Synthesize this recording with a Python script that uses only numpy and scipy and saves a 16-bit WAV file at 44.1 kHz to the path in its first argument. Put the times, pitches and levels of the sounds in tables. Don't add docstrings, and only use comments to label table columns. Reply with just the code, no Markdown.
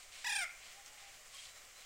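import sys
import numpy as np
from scipy import signal
from scipy.fft import rfft
from scipy.io import wavfile
from scipy.ndimage import map_coordinates

SR = 44100
rng = np.random.default_rng(int(sys.argv[2]) if len(sys.argv) > 2 else 0)


def to_wav(s):
    ch = np.atleast_2d(s).T
    pcm = np.round(np.clip(ch, -1, 1) * 32767)
    wavfile.write(sys.argv[1], SR, pcm.astype(np.int16))


N = 81585

# (time [s], pitch [Hz], flutter depth [share of pitch], level [dB], roughness [0-1])
QUACK_COURSE = [(.242, 690, .02, -52, .25), (.2465, 900, .05, -39.5, .13), (.257, 922, .08, -39, .1),
                (.278, 910, .085, -36.3, .18), (.305, 876, .072, -38.5, .24), (.335, 860, .06, -38.5, .24),
                (.351, 848, .058, -40, .25), (.365, 840, .055, -35.3, .13), (.378, 832, .052, -39, .24),
                (.394, 808, .05, -39.3, .25), (.412, 740, .01, -39.3, .3), (.436, 690, .005, -39, .3),
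                (.444, 660, .005, -44, .35), (.449, 635, .005, -54, .4), (.46, 590, .005, -60, .4)]
# (frequency [Hz], gain [dB])
THROAT_CURVE = [(400, 23), (680, -6), (900, -4.5), (1150, -0.5), (1400, 1.5), (1700, -1), (2000, 2.5),
                (2400, 4.5), (2850, -10.5), (3350, -3), (3850, -6), (4300, -17.5), (4900, -5), (5250, -7.5),
                (5650, -5.5), (6200, -17.5), (6800, -14.5), (7600, -8), (8500, -29), (10500, -25.5),
                (15500, -32)]
# (frequency [Hz], gain [dB])
RASP_CURVE = [(120, -18), (300, -13), (700, -14), (1100, -34), (1600, -32), (2500, -19), (3400, -3),
              (4300, -4.5), (5500, -21), (6300, 1), (7700, -2.5), (9000, 2), (11000, -17), (15500, -12)]
# (time [s], frequency [Hz], level against the voice [dB])
SHRILL_COURSE = [(.255, 10850, -38), (.273, 10820, -21), (.286, 10700, -34), (.298, 9780, -16),
                 (.312, 9750, -12), (.321, 9400, -19), (.328, 8950, -9), (.346, 8950, -10),
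                 (.362, 8800, -6), (.392, 8850, -7), (.415, 8830, -10), (.44, 8780, -16)]
# (frequency [Hz], gain [dB])
FIZZ_CURVE = [(6000, -22.5), (8000, -5), (9500, 6), (10300, -23), (12000, -25), (13800, -13), (15500, -30)]
# (frequency [Hz], gain [dB])
BANK_CURVE = [(300, -8), (800, -4), (1400, 0), (1800, -2), (2250, 4), (3200, -7), (6000, -9), (9000, -10),
              (15000, -14)]
# (start [s], rise [s], hold [s], fade [s], level [dB], colour tilt [dB per octave])
SWISH_EVENTS = [(-.03, 0.024, 0.015, 0.097, -59, 1.5), (0.102, 0.028, 0.096, 0.042, -55, -1.5),
                (0.588, 0.038, 0.058, 0.18, -57.5, -4), (0.77, 0.012, 0.01, 0.037, -78, 4),
                (0.84, 0.013, 0.016, 0.088, -62.5, -7), (0.957, 0.023, 0.071, 0.19, -59, -4.5),
                (1.28, 0.12, 0.033, 0.11, -53, 0), (1.778, 0.05, .08, .1, -59, -3.5)]
# (frequency [Hz], gain [dB])
SWISH_CURVE = [(300, -40), (700, -11.5), (1400, -8.5), (2300, 4), (3200, 4), (4500, 2.5), (6000, -1.5),
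               (8200, 1.5), (10500, -10.5), (15500, -42)]
# (start [s], level [dB], ring [Hz])
DROP_EVENTS = [(0.861, -50.5, 6400), (0.879, -53, 6300), (.932, -54.5, 7900), (1.347, -55, 8500),
               (1.382, -53, 3120), (1.47, -54, 4870), (1.762, -53, 2230)]
# (start [s], length [s], pitch [Hz], arch [share of pitch], level [dB])
FAINT_NOTES = [(.61, .17, 3300, .015, -69), (.735, .10, 745, .09, -66), (.84, .16, 815, .04, -68),
               (.96, .16, 785, .02, -67), (1.19, .08, 595, .02, -72), (1.33, .04, 1080, .02, -65),
               (1.345, .025, 3150, .02, -61), (1.378, .028, 3170, .01, -57), (1.47, .15, 3880, .03, -68),
               (1.75, .077, 3920, .045, -64)]
# (frequency [Hz], gain [dB])
HISS_CURVE = [(59, -7), (100, -13), (306, -15), (420, -10.5), (589, -4), (668, -5), (742, -2), (898, -7),
              (1040, -4), (1260, -3.5), (1660, -5.5), (1920, -1.5), (2320, -0.5), (2630, -6.5), (2810, -3),
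              (3850, -8), (4280, -7), (4660, -6.5), (7560, -3.5), (11100, -17), (15500, -16.5)]
# (frequency [Hz], gain [dB])
RUMBLE_CURVE = [(10, -3), (28, -9), (55, -19), (110, -23.5), (250, -47), (600, -82)]

FLUTTER_HZ, FLUTTER_CREST_S = 33.7, .2565
FLUTTER_SQUARE = 1.7
CREST_DIP_DB, CREST_DULL_DB, CREST_ROUGH = 1.7, 3.0, .5
JITTER, TIMING_RAD = 0.035, 0.16
SHIMMER_DB, UPPER_SHIMMER_DB = 2.13, 1.5
RASP_DB = -1.5
THROAT_SAG = 0.072
SHRILL_WIDTH_HZ, SHRILL_GRAIN, SHRILL_WOBBLE = 650, .5, .003
SHRILL_DIP_DB, FIZZ_DIP_DB = 4, 5
FIZZ_DB = -9
ECHO_S, ECHO_DB = .036, -15
BANK_T60_S, BANK_DB = 0.46, -14.5
SPRAY_PER_S, SPRAY_SPREAD_DB = 16000, 1.5
SPATTER_DB, SPATTER_PER_S = .9, 70
DROP_DECAY_S, DROP_WIDTH_OCT = .004, .35
FAINT_WAVER, FAINT_FADING_DB = .007, 2
HISS_DB, HISS_FLICKER_DB = -57.5, 0.98
RUMBLE_DB = -69.5
NOTCH_HZ, NOTCH_WIDTH_HZ, NOTCH_DEPTH = 898, 112, 0.84
TOP_HZ = 15800


def undb(db):
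    return 10 ** (np.asarray(db) / 20)


def unit(x):
    return x / np.sqrt(np.mean(x ** 2))


def response(hz, points):
    f, db = np.array(points).T
    return undb(np.interp(np.log(hz + 1e-9), np.log(f), db))


def colour(x, points, tilt_db=0):
    hz = np.arange(len(x) // 2 + 1) * SR / len(x)
    gain = response(hz, points) * undb(tilt_db * np.log2(hz + 1))
    return unit(np.fft.irfft(rfft(x) * gain, len(x)))


def noise():
    return rng.standard_normal(N)


def walk(rate):
    values = rng.standard_normal(N // 8)
    return map_coordinates(values, [np.arange(N) / SR * rate], order=3, mode="wrap")


def quack(t):
    when, *columns = np.array(QUACK_COURSE).T
    pitch, depth, db, rough = (np.interp(t, when, c) for c in columns)
    swing = np.cos(2 * np.pi * FLUTTER_HZ * (t - FLUTTER_CREST_S))
    flutter = np.tanh(FLUTTER_SQUARE * swing) / np.tanh(FLUTTER_SQUARE)
    crest = flutter * depth / depth.max()
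    rough = rough * np.exp(CREST_ROUGH * crest)
    hz = pitch * (1 + depth * flutter) * (1 + JITTER * rough * walk(500))
    phase = 2 * np.pi * np.cumsum(hz) / SR + TIMING_RAD * rough * walk(1100)
    sag = 1 - THROAT_SAG * np.log2(pitch / np.median(columns[0]))

    voice, power = 0, 0
    for k in np.arange(1, int(TOP_HZ / pitch.min()) + 1):
        dulling = undb(-CREST_DULL_DB * crest * np.clip(k - 4, 0, 1))
        gain = response(k * hz * sag, THROAT_CURVE) * dulling * (k * hz < TOP_HZ)
        shimmer_db = SHIMMER_DB * walk(169.6) * min(k / 4, 1) + UPPER_SHIMMER_DB * walk(600) * (k > 4)
        harmonic = np.cos(k * phase + rng.uniform(0, 2 * np.pi))
        voice = voice + gain * undb(shimmer_db) * harmonic
        power = power + gain ** 2 / 2
    voice = voice / np.sqrt(power)

    rasp = colour(noise() * (1 + np.cos(phase)) ** 2, RASP_CURVE)
    call = voice + undb(RASP_DB) * rough * rasp + shrill(t, crest)
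    sounding = (t > when[0]) & (t < when[-1])
    return call * undb(db - CREST_DIP_DB * crest) * sounding


def shrill(t, crest):
    when, *columns = np.array(SHRILL_COURSE).T
    hz, db = (np.interp(t, when, c) for c in columns)
    grain = 1 + SHRILL_GRAIN * (walk(SHRILL_WIDTH_HZ) + 1j * walk(SHRILL_WIDTH_HZ))
    phase = 2 * np.pi * np.cumsum(hz * (1 + SHRILL_WOBBLE * walk(259.5))) / SR
    tone = np.real(grain * np.exp(1j * phase))
    fizz = colour(noise(), FIZZ_CURVE)
    return undb(db - SHRILL_DIP_DB * crest) * tone + undb(db + FIZZ_DB - FIZZ_DIP_DB * crest) * fizz


def bank(x, t):
    fading = undb(-60 * t / BANK_T60_S) * (1 - np.exp(-t / 0.004))
    tail = colour(noise() * fading, BANK_CURVE) / np.sqrt(N)
    scattered = signal.fftconvolve(x, tail[:N // 2])[:N]
    coloured = colour(x, BANK_CURVE) * np.std(x)
    echo = np.interp(t - ECHO_S, t, coloured)
    return undb(BANK_DB) * scattered + undb(ECHO_DB) * echo


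def swishes(t):
    out = 0
    for start, rise, hold, fade, db, tilt_db in SWISH_EVENTS:
        bursts = (rng.random(N) < SPRAY_PER_S / SR) * rng.standard_normal(N)
        spray = bursts * undb(SPRAY_SPREAD_DB * np.minimum(rng.exponential(size=N), 4))
        shape = np.interp(t, start + np.cumsum([0, rise, hold, fade]), [0, 1, 1, 0])
        level = undb(db + SPATTER_DB * walk(SPATTER_PER_S))
        out = out + level * shape * colour(spray, SWISH_CURVE, tilt_db)
    return out


def drops(t):
    out = 0
    for start, db, hz in DROP_EVENTS:
        width = 2 ** DROP_WIDTH_OCT
        ring = [(hz / 8, -26), (hz / width, -10), (hz, 0), (hz * width, -10), (hz * 4, -35)]
        fading = (t > start) * np.exp(-abs(t - start) / DROP_DECAY_S)
        out = out + undb(db) * colour(noise(), ring) * fading
    return out


def faint_notes(t):
    out = 0
    for start, length, hz, arch, db in FAINT_NOTES:
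        bow = np.sin(np.pi * np.clip((t - start) / length, 0, 1))
        pitch = hz * (1 + arch * bow + FAINT_WAVER * walk(60))
        tone = np.sin(2 * np.pi * np.cumsum(pitch) / SR)
        out = out + undb(db + FAINT_FADING_DB * walk(49.77)) * np.sqrt(2 * abs(bow)) * tone
    return out


def wind():
    hiss = colour(noise(), HISS_CURVE) * undb(HISS_DB + HISS_FLICKER_DB * walk(40.24))
    rumble = colour(noise(), RUMBLE_CURVE) * undb(RUMBLE_DB + walk(28))
    return hiss + rumble


def scene():
    t = np.arange(N) / SR
    calls = quack(t) + faint_notes(t)
    mono = calls + bank(calls, t) + swishes(t) + drops(t) + wind()
    return np.array([mono, mono])


def record(dry):
    b, a = signal.iirpeak(NOTCH_HZ, NOTCH_HZ / NOTCH_WIDTH_HZ, fs=SR)
    heard = dry - NOTCH_DEPTH * signal.lfilter(b, a, dry)
    top_cut = signal.ellip(10, .2, 70, TOP_HZ, fs=SR, output="sos")
    return signal.sosfilt(top_cut, heard)


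dry = scene()
out = record(dry)
to_wav(out)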